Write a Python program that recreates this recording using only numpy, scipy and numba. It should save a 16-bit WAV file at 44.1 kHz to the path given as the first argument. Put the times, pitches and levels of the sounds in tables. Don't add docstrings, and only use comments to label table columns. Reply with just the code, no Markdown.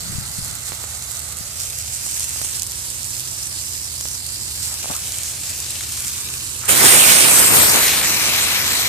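import sys
import numpy as np
from scipy import signal
from scipy.fft import rfft, irfft
from scipy.io import wavfile
from scipy.ndimage import uniform_filter1d, map_coordinates
from numba import njit

SR = 44100
rng = np.random.default_rng(int(sys.argv[2]) if len(sys.argv) > 2 else 0)


def waveform_to_disk(signal):
    frames = np.transpose(np.atleast_2d(signal))
    scaled = np.clip(frames, -1, 1) * 32767
    samples = np.round(scaled).astype(np.int16)
    wavfile.write(sys.argv[1], SR, samples)


N = 391608
TIME = np.arange(N) / SR
FREQS = np.fft.rfftfreq(N, 1 / SR)
OPEN_S, OPEN_TIME_S = 6.677, 0.016
FULL_S, PULL_TIME_S = 6.83, 0.042

# t/s, spray level/dB, spray pan/dB, patter level/dB
LEAK_LEVELS = [(0, -28.3, -6.5, -38.5), (1.35, -27.4, -6, -39.5), (1.65, -26.5, -5.5, -42.5),
               (2.3, -24, -4.5, -40), (2.85, -26, -6, -39.5), (3.75, -26.5, -7.5, -41.5),
               (4.05, -26.5, -6, -48), (4.3, -27.5, -7, -49), (4.7, -25.5, -4, -36),
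               (6.05, -25.5, -2, -34.5), (6.3, -26.5, -4, -34.5), (6.68, -26, -8.5, -36)]
# t/s, lowest pitch the echo weakens/Hz, echo gain/0-1, distant patter share/0-1
GROUND_ECHO = [(0, 344, 0.37, 0.77), (1.3, 343, 0.38, 1), (1.65, 312, 0.44, 0.3), (2.4, 467, 0.1, 0.26),
               (3.0, 450, 0.12, 0.18), (4.7, 507, 0.28, 0), (5.1, 390, 0.2, 0.09), (5.85, 496, 0.3, 0),
               (6.25, 640, 0.5, .1), (6.6, 716, 0.4, 0.1)]


def undb(db):
    return 10 ** (np.asarray(db) / 20)


def unit(x):
    return x / np.sqrt(np.mean(x ** 2, axis=-1, keepdims=True))


def stereo(db, pan_db):
    pair = undb(np.outer([1, -1], pan_db) / 2)
    return undb(db) * pair / np.sqrt(np.mean(pair ** 2, axis=0))


def curves(table):
    times, *columns = np.transpose(table)
    return [np.interp(TIME, times, column) for column in columns]


def ramp(middle_s, length_s):
    return np.clip((TIME - middle_s) / length_s + 0.5, 0, 1)


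def swell(middle_s, length_s):
    return np.cos(np.pi * np.clip((TIME - middle_s) / length_s, -0.5, 0.5))


def wander(rate_hz):
    hold = max(int(SR / rate_hz), 2)
    steps = np.repeat(rng.standard_normal(N // hold + 1), hold)[:N]
    return unit(uniform_filter1d(uniform_filter1d(steps, hold), hold))


def noise():
    return rng.standard_normal((2, N))


def colour(x, table):
    hz, *columns = np.transpose(table)
    db = np.array([np.interp(np.log(FREQS + 1), np.log(hz), column) for column in columns])
    return irfft(rfft(x) * undb(db), N)


def low_cut(x, hz):
    return signal.sosfilt(signal.butter(2, hz, "high", fs=SR, output="sos"), x)


@njit
def resonate(x, hz, width_hz):
    out, band_state, low_state = np.empty(len(x)), 0.0, 0.0
    for i in range(len(x)):
        tuning, damping = np.tan(np.pi * hz[i] / SR), width_hz / hz[i]
        ring = (band_state + tuning * (x[i] - low_state)) / (1 + tuning * (tuning + damping))
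        band_state = 2 * ring - band_state
        low_state += 2 * tuning * ring
        out[i] = damping * ring
    return out


def band(x, hz, width_hz, passes=2):
    centre_hz = hz * np.ones(x.shape[-1])
    for _ in range(passes):
        x = np.apply_along_axis(resonate, -1, x, centre_hz, float(width_hz))
    return x


def flutter(x, depth_db, rate_hz, bands=16):
    position = np.sqrt(FREQS / FREQS[-1]) * (bands - 1)
    spectrum, out = rfft(x), 0
    for k in range(bands):
        part = irfft(spectrum * np.maximum(1 - np.abs(position - k), 0), N)
        out = out + part * undb(depth_db * wander(rate_hz))
    return out


def grains(per_s, spread_db, decay_s, floor):
    hits = rng.random(N) < per_s / SR
    size = undb(spread_db * np.minimum(rng.standard_normal(N), 2.5))
    power = signal.lfilter([1], [1, -np.exp(-1 / (decay_s * SR))], hits * size ** 2)
    return unit(np.sqrt(power / power.mean() + floor))


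def strikes(table, shape):
    out, t = np.zeros((2, N + SR)), np.arange(SR // 20) / SR
    for start_s, db, pan_db, *more in table:
        pulse, start = shape(t, *more), int(start_s * SR)
        pulse = pulse / np.abs(pulse).max(axis=-1, keepdims=True)
        out[:, start:start + len(t)] += stereo(db, pan_db) * pulse
    return out[:, :N]


def water_noise(shared, top_hz):
    # t/s, delay of the left port behind the right/ms
    bearing = [(0, .15), (1, .16), (1.5, .32), (1.9, .4), (2.3, .37), (2.7, .24), (3.2, .24), (4.5, .17),
               (5.1, .02), (5.7, -.02), (6.1, .03), (6.5, .22), (7.05, .36), (7.25, .27), (7.45, -.12),
               (7.62, -.25), (7.9, 0), (8.15, -.11), (8.88, -.13)]
    lag_ms, = curves(bearing)
    right = rng.standard_normal(N)
    left = map_coordinates(right, [(TIME - lag_ms / 1000) * SR], mode="mirror")
    share = shared / (1 + (FREQS / top_hz) ** 4)
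    return irfft(np.sqrt(share) * rfft(np.array([left, right])) + np.sqrt(1 - share) * rfft(noise()), N)


def off_ground(x, echo, notch_hz):
    delay_s = 0.5 / notch_hz
    return x + echo * np.array([np.interp(TIME - delay_s, TIME, channel) for channel in x])


def pump_engine():
    # multiple of the four-stroke cycle rate, relative level/dB
    engine_tones = [(1, -33), (2, -29), (3, -21), (4, -3), (5, 1.5), (6, -3.5), (7, -9.5), (8, -1),
                    (9, -11), (10, -20), (11, -20), (12, -25), (13, -25), (14, -16.5)]
    # f/Hz, gain/dB
    rumble_colour = [(20, -29), (35, -16), (60, -6), (100, -2), (150, -9), (240, -12.5), (340, -12),
                     (480, -15.5), (3000, -30.5)]
    cycle_hz, waver_db = 15.5, 1.5
    phase = 2 * np.pi * np.cumsum(cycle_hz * (1 + 0.0024 * wander(2.746))) / SR
    throb = sum(undb(db + waver_db * wander(8.5)) * np.sin(multiple * phase + 2 * np.pi * rng.random())
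                for multiple, db in engine_tones)
    notch_hz, echo, _ = curves(GROUND_ECHO)
    air = off_ground(rng.standard_normal(N) + 0.5 * noise(), echo, notch_hz)
    return undb(-41.5) * unit(throb) + undb(-43) * unit(colour(air, rumble_colour))


def twig_snaps():
    # t/s, peak/dB, pan/dB
    snaps = [(5.497, -22, 5), (5.7962, -22, 6), (5.8088, -14.5, 7), (6.1796, -24, 6), (6.2872, -18, 5)]

    def snap(t):
        hz = 2800 * np.exp(rng.uniform(-0.25, 0.25))
        crack = rng.standard_normal(len(t)) * np.exp(-t / 0.0013)
        return low_cut(band(crack, hz, width_hz=2400, passes=1), 1800)
    return strikes(snaps, snap)


def hand_bumps():
    # t/s, peak/dB, pan/dB
    bumps = [(0.096, -23, 8), (0.126, -23.5, 3), (0.152, -23, 18), (0.183, -19.5, 20), (0.385, -20, 20),
             (0.409, -29, 10), (0.424, -25, 15), (1.408, -27, 20)]

    def bump(t):
        hz = 115 * np.exp(0.18 * rng.standard_normal())
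        return np.sin(2 * np.pi * hz * t) * t * np.exp(-t / 0.003)
    return strikes(bumps, bump)


def finger_clicks():
    # t/s, peak/dB, pan/dB
    clicks = [(4.8438, -20, 23), (4.8572, -19.5, 21), (4.901, -20, 20), (4.9044, -18.5, 20),
              (4.9123, -20, 22), (4.9193, -22.5, 20)]

    def click(t):
        hz = 620 * np.exp(rng.uniform(-0.2, 0.2))
        ring = np.cos(2 * np.pi * hz * t) * np.exp(-t / 0.0007)
        return signal.sosfilt(signal.butter(4, 1500, fs=SR, output="sos"), ring)
    return strikes(clicks, click)


def finger_rubs():
    # middle t/s, length/s, level/dB, centre f/Hz, width/Hz, pan/dB
    rubs = [(0.157, 0.44, -36.5, 135, 49.7, 25), (0.488, 0.28, -38.5, 102, 39.5, 17),
            (4.722, 0.12, -42.5, 1060, 500, 22), (4.904, 0.03, -30, 200, 70, 14),
            (4.91, 0.1, -37, 650, 400, 25), (4.96, 0.07, -38, 1160, 350, 18),
            (6.655, 0.099, -35, 1440, 830, 14)]
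    out, slips = 0, grains(per_s=780, spread_db=2, decay_s=0.0013, floor=0.56)
    for middle_s, length_s, db, hz, width_hz, pan_db in rubs:
        scrape = band(rng.standard_normal(N) * slips, hz, 2 * width_hz)
        out = out + unit(scrape) * swell(middle_s, length_s) * stereo(db, pan_db)
    return out


def case_ticks():
    # t/s, peak/dB, pan/dB, f/Hz
    ticks = [(0.381, -13, -8, 8400), (0.386, -13, -4, 7200), (0.4472, -13, -13, 8400),
             (0.5117, -13, -11, 7200), (0.5526, -11.5, -13, 8400), (0.6681, -12, -8, 8000),
             (1.0234, -15, -10, 7300), (1.1116, -12.5, -10, 8000), (1.1171, -10, -13, 8500),
             (1.1698, -12, -10, 7300), (1.1939, -11, -11, 8200), (1.2893, -12, -9, 8300),
             (1.3868, -9, -14, 8200), (1.6021, -10, -9, 8500), (1.7005, -10, -15, 8200),
             (1.7876, -6.5, -10, 7800), (1.9424, -11.5, -6, 7500), (1.948, -11, -5, 7500),
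             (2.0651, -11, 0, 8000), (2.112, -9.5, -6, 8400), (2.1964, -4, -4, 8200),
             (2.2059, -7, -5, 7900), (2.2309, -10, -7, 8000), (2.2427, -7, -4, 7700),
             (2.2925, -8, -7, 7700), (2.4159, -8, -9, 7800), (2.5969, -6, -10, 7700),
             (2.6206, -4.5, -6, 7100), (2.6322, -6.5, -10, 8200), (2.6668, -12, -8, 8300),
             (2.6715, -9, -5, 9300), (2.7122, -13, -1, 6900), (2.7194, -9.5, -4, 7000),
             (2.9024, -8.5, -10, 8400), (3.0314, -12, -10, 7100), (3.0443, -10, -9, 6900),
             (3.1672, -11, -10, 7600), (3.1966, -8.5, -7, 7600), (3.206, -8.5, -15, 9400),
             (3.4324, -11, -10, 7500), (4.0103, -8, 0, 7300), (4.0857, -9.5, -8, 7200),
             (4.2652, -9, -10, 9200), (4.6297, -8, -13, 8300), (4.7414, -8, -3, 8300),
             (4.9511, -11, -1, 7100), (4.9651, -6.5, -5, 7100), (5.1215, -8, -7, 7100),
             (5.1849, -9, -5, 7500), (5.2336, -5.5, -8, 7800), (5.5047, -11, 1, 7300),
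             (5.6023, -7.5, -3, 7000), (5.7068, -7, -1, 9000), (5.9224, -11, -4, 7600),
             (6.0046, -10.5, -6, 8500), (6.0475, -10.5, -5, 7400), (6.0813, -7, -2, 7900),
             (6.6567, -7, -14, 8200)]

    def tick(t, hz):
        shatter = rng.standard_normal((2, len(t))) * np.exp(-t / 0.0009)
        crack = band(shatter, hz, width_hz=7500, passes=1)
        ring = np.cos(2 * np.pi * hz * t) * np.exp(-t / 0.0002)
        return low_cut(crack + 1.2 * ring, 3800)
    return strikes(ticks, tick)


def port_pops():
    # t/s, peak/dB, pan/dB
    pops = [(0.698, -23, -18), (0.7206, -10.5, -22), (0.7324, -18, -15), (0.8404, -13.5, -16),
            (2.0648, -20, -12), (2.3608, -19, -12), (2.4156, -12, -22), (2.4487, -18, -15),
            (4.0101, -19, -11), (4.0556, -15, -15)]

    def pop(t):
        push = np.cos(2 * np.pi * 450 * t) * np.exp(-t / 0.00019)
        splash = rng.standard_normal(len(t)) * np.exp(-t / 0.004)
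        return push + 0.05 * band(splash, hz=2000, width_hz=4000, passes=1)
    return strikes(pops, pop)


def ground_patter():
    # f/Hz, gain/dB
    near_colour = [(100, -43), (300, -2.5), (700, -5), (1400, -40), (2300, 1.5), (4000, 2.5), (7000, -1),
                   (14000, -6)]
    # f/Hz, gain/dB
    far_colour = [(100, -22), (300, -27), (680, -1), (1000, 5), (1350, 4), (2200, 0.5), (2900, -15),
                  (8000, -31)]
    notch_hz, echo, far_share = curves(GROUND_ECHO)
    _, _, db = curves(LEAK_LEVELS)
    splashes = water_noise(shared=0.41, top_hz=7000)
    splashes *= grains(per_s=910, spread_db=9.5, decay_s=0.0039, floor=0.47)
    near = np.sqrt(1 - far_share) * unit(colour(splashes, near_colour))
    far = np.sqrt(far_share) * unit(colour(noise() + rng.standard_normal(N), far_colour))
    patter = off_ground(near + 0.48 * far, echo, notch_hz)
    return unit(flutter(patter, depth_db=1.5, rate_hz=14)) * stereo(db, pan_db=2.7)


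def wet_port(spray, shower):
    # t/s, f/Hz, level/dB
    port_ring = [(0, 4530, -38), (1.3, 4230, -43.5), (1.7, 6100, -42), (2.3, 6200, -36.5), (2.9, 5500, -45),
                 (3.4, 5300, -35.5), (4.6, 4960, -36), (5.2, 7040, -47), (6.7, 5500, -58)]
    hz, db = curves(port_ring)
    hz = hz * np.exp(0.055 * wander(25))
    wetting = grains(per_s=520, spread_db=6, decay_s=0.00067, floor=1.5)
    ring = band(shower * wetting, hz, width_hz=0.32 * hz.mean())
    lost_treble = 0.35 * undb(db - db.max()) * band(spray, 2 * hz, width_hz=3600, passes=1)
    return spray - lost_treble + unit(ring) * undb(db)


def leak():
    # middle t/s, length/s, gain/dB
    spurts = [(0.69, 0.043, 2.5), (1.35, 0.04, -5), (1.61, 0.11, 3.5), (2.25, 0.62, 0.5), (2.56, 0.038, 3),
              (2.66, 0.099, -3.5), (3.19, 0.061, 2.5), (3.61, 0.067, 1.5), (4.06, 0.34, 1),
              (4.65, 0.069, 2.5), (6.06, .08, 1.5)]
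    # f/Hz, left gain/dB, right gain/dB
    spray_colour = [(100, -30, -30), (300, -17, -14), (506, 0, 3.5), (910, -5, -2), (1320, -3, -8.5),
                    (1820, -7, -11.5), (3470, -13.5, -14), (4070, -8.5, -11), (6150, -8.5, -5.5),
                    (7740, -6, 0.5), (8950, -10, -2.5), (11530, -12.5, -10), (14200, -12.5, -12)]
    db, pan_db, _ = curves(LEAK_LEVELS)
    db = db + sum(gain_db * swell(middle_s, length_s) for middle_s, length_s, gain_db in spurts)
    flicker = undb(0.5 * wander(20) + 0.65 * wander(110))
    fine = grains(per_s=2200, spread_db=2.5, decay_s=0.00081, floor=0.62)
    coarse = grains(per_s=130, spread_db=2, decay_s=0.0003, floor=0)
    coarse *= undb(db - db.mean())
    shower = water_noise(shared=0.36, top_hz=8500) * flicker * np.hypot(fine, 0.22 * coarse)
    spray = flutter(colour(shower, spray_colour), depth_db=1.13, rate_hz=35)
    left, right = unit(low_cut(spray, 2580)) * stereo(db, pan_db)
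    return np.array([wet_port(left, shower[0]), right])


def splatter():
    # t/s, level/dB, pan/dB
    landing = [(6.8, -36, 0), (6.9, -23.5, 1), (7.1, -23.5, 3), (7.25, -30, 3), (7.48, -25, -3),
               (7.7, -24, -2), (8.0, -29, -3), (8.15, -26, 0), (8.88, -26, 1)]
    hz = 4500 * np.exp(0.16 * wander(22))
    lumps = undb(2.5 * wander(40)) * grains(per_s=500, spread_db=4, decay_s=0.0015, floor=0.5)
    sputter = lumps * water_noise(shared=0.42, top_hz=8000)
    return unit(band(sputter, hz, width_hz=3600)) * stereo(*curves(landing))


def buffeting(db, pan_db, solid):
    # middle t/s, length/s, level/dB, pan/dB
    gusts = [(6.842, 0.093, -20, -5), (6.94, 0.11, -28.5, 14), (7.41, 0.09, -24.5, 11),
             (7.584, 0.3, -20, 19), (7.76, 0.094, -21, 6)]
    # f/Hz, gain/dB
    buffet_colour = [(20, -39), (60, -5), (140, 1), (400, 0), (900, -2), (1500, -2.5), (3000, -26)]
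    steady = np.sqrt(1 - solid) * stereo(db - 13.5, 2.5 * pan_db)
    gust_power = sum((swell(middle_s, length_s) * stereo(gust_db, side_db)) ** 2
                     for middle_s, length_s, gust_db, side_db in gusts)
    blows = noise() * grains(per_s=880, spread_db=0.5, decay_s=0.0014, floor=0.8)
    beating = unit(colour(blows, buffet_colour)) * np.sqrt(steady ** 2 + gust_power)
    roar = off_ground(water_noise(shared=0.8, top_hz=6000), echo=0.25, notch_hz=577)
    roar = low_cut(unit(colour(roar, buffet_colour)), 130)
    return beating + roar * np.sqrt(solid) * stereo(db - 15, pan_db)


def air_spits():
    # middle t/s, length/s, level/dB, pan/dB
    pockets = [(6.874, .06, -17, -5), (7.56, .05, -10, -12), (7.795, 0.44, -17, -9)]
    spit_colour = [(3000, -37), (5500, -19), (6900, -1), (8500, -10), (14000, -5)]  # f/Hz, gain/dB
    gain = sum(swell(middle_s, length_s) * stereo(db, pan_db) for middle_s, length_s, db, pan_db in pockets)
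    return gain * unit(colour(noise(), spit_colour))


def gargle_and_fizz(db):
    fizz_colour = [(9000, -46), (11800, 2), (13200, 8), (14200, -7)]  # f/Hz, gain/dB
    rattle = water_noise(shared=0.5, top_hz=7000) * grains(per_s=650, spread_db=5, decay_s=0.001, floor=1)
    ring_hz = 2300 + 1000 * ramp(8.35, 0.46)
    gargle = unit(band(rattle, ring_hz * (1 + 0.1 * wander(17)), width_hz=1050))
    gargle *= ramp(FULL_S, PULL_TIME_S)
    gargle_db = db - 15.5 + 1.5 * swell(7.02, 0.68)
    fizz = unit(colour(rattle, fizz_colour))
    fizz_db = db - 17 + 11 * swell(7.56, 0.71)
    return gargle * stereo(gargle_db, pan_db=1.2) + fizz * stereo(fizz_db, pan_db=2.9)


def nozzle_hiss(db):
    start_hz, fall_hz_per_s = 9050, 390
    hz = (start_hz - fall_hz_per_s * np.maximum(TIME - OPEN_S, 0)) * (1 + 0.03 * wander(35))
    hiss = unit(band(noise(), hz, width_hz=3000))
    hiss_db = db - 12.5 + 8 * swell(7.37, 0.34)
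    return hiss * stereo(hiss_db + 1.8 * wander(30), pan_db=-1)


def jet_state():
    # middle t/s, length/s, gain/dB
    surges = [(6.865, .05, 2), (7.1, 0.12, 1), (7.48, 0.15, -2), (7.56, 0.093, 1.5), (8.03, 0.13, -1.5)]
    air_gone_s, half_open_db = 7.89, -4
    burst_fall_db_per_s, stream_fall_db_per_s = 7.5, 2.5
    solid = ramp(air_gone_s, 0.59)
    burst_db = -5.5 + half_open_db * (1 - ramp(FULL_S, PULL_TIME_S))
    burst_db -= burst_fall_db_per_s * np.maximum(TIME - FULL_S, 0)
    stream_db = -15 - stream_fall_db_per_s * (TIME - air_gone_s)
    surge_db = sum(gain_db * swell(middle_s, length_s) for middle_s, length_s, gain_db in surges)
    db = (1 - solid) * burst_db + solid * stream_db + surge_db
    pan_db = -4.5 + 6 * ramp(7.44, 0.22)
    return db, pan_db, solid


def jet(db, pan_db, solid):
    # f/Hz, left gain/dB, right gain/dB
    burst_colour = [(30, -25, -25), (120, -17, -3), (350, -3, 3.5), (800, -12.5, -13), (1400, -9, -8),
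                    (2130, -4, -7.5), (2900, -7, -7.5), (4600, -8.5, -8), (6240, -7, -7.5), (7700, -5, 0),
                    (9100, -1, 3), (9900, -8.5, -3.5), (11200, -8.5, -7.5), (14300, -7, -7)]
    # f/Hz, left gain/dB, right gain/dB
    stream_colour = [(30, -22, -22), (150, -8, -11), (500, -9, -10), (1290, -6.5, -12.5), (2340, 2, -2),
                     (3300, -6, -3), (4000, 2, -2), (4640, -4, -7.5), (6400, -4, -0.5), (8150, -13, 3),
                     (9700, -15, -4), (11500, -10.5, -3.5), (14000, -2, -6.5), (14200, -6.5, -8.5)]
    stream_share = 0.075 + 0.85 * solid
    burst_gain, stream_gain = np.sqrt(1 - stream_share), np.sqrt(stream_share)
    churn = undb(0.66 * wander(45)) * grains(per_s=2500, spread_db=3, decay_s=0.0012, floor=0.88)
    burst = unit(colour(water_noise(shared=0.33, top_hz=13000), burst_colour))
    stream = unit(colour(water_noise(shared=0.64, top_hz=6070), stream_colour))
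    rush = flutter(burst_gain * burst + stream_gain * stream, depth_db=2, rate_hz=24, bands=24)
    rush = low_cut(rush, 650) * stereo(db, pan_db)
    return churn * (rush + burst_gain * nozzle_hiss(db))


def scene():
    valve = np.clip((TIME - OPEN_S) / OPEN_TIME_S, 0, 1)
    db, pan_db, solid = jet_state()
    flow = jet(db, pan_db, solid) + gargle_and_fizz(db) + air_spits()
    flow += splatter() + buffeting(db, pan_db, solid)
    water = (1 - valve) * (leak() + ground_patter()) + valve * flow
    drops = case_ticks() + port_pops()
    hands = hand_bumps() + finger_clicks() + finger_rubs()
    return water + drops + hands + twig_snaps() + pump_engine()


def record(dry):
    ceiling, top_hz = 0.97, 14300
    rounded = dry / (1 + (dry / ceiling) ** 6) ** (1 / 6)
    return signal.sosfilt(signal.ellip(12, 0.2, 70, top_hz, fs=SR, output="sos"), rounded)


dry = scene()
out = record(dry)
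waveform_to_disk(out)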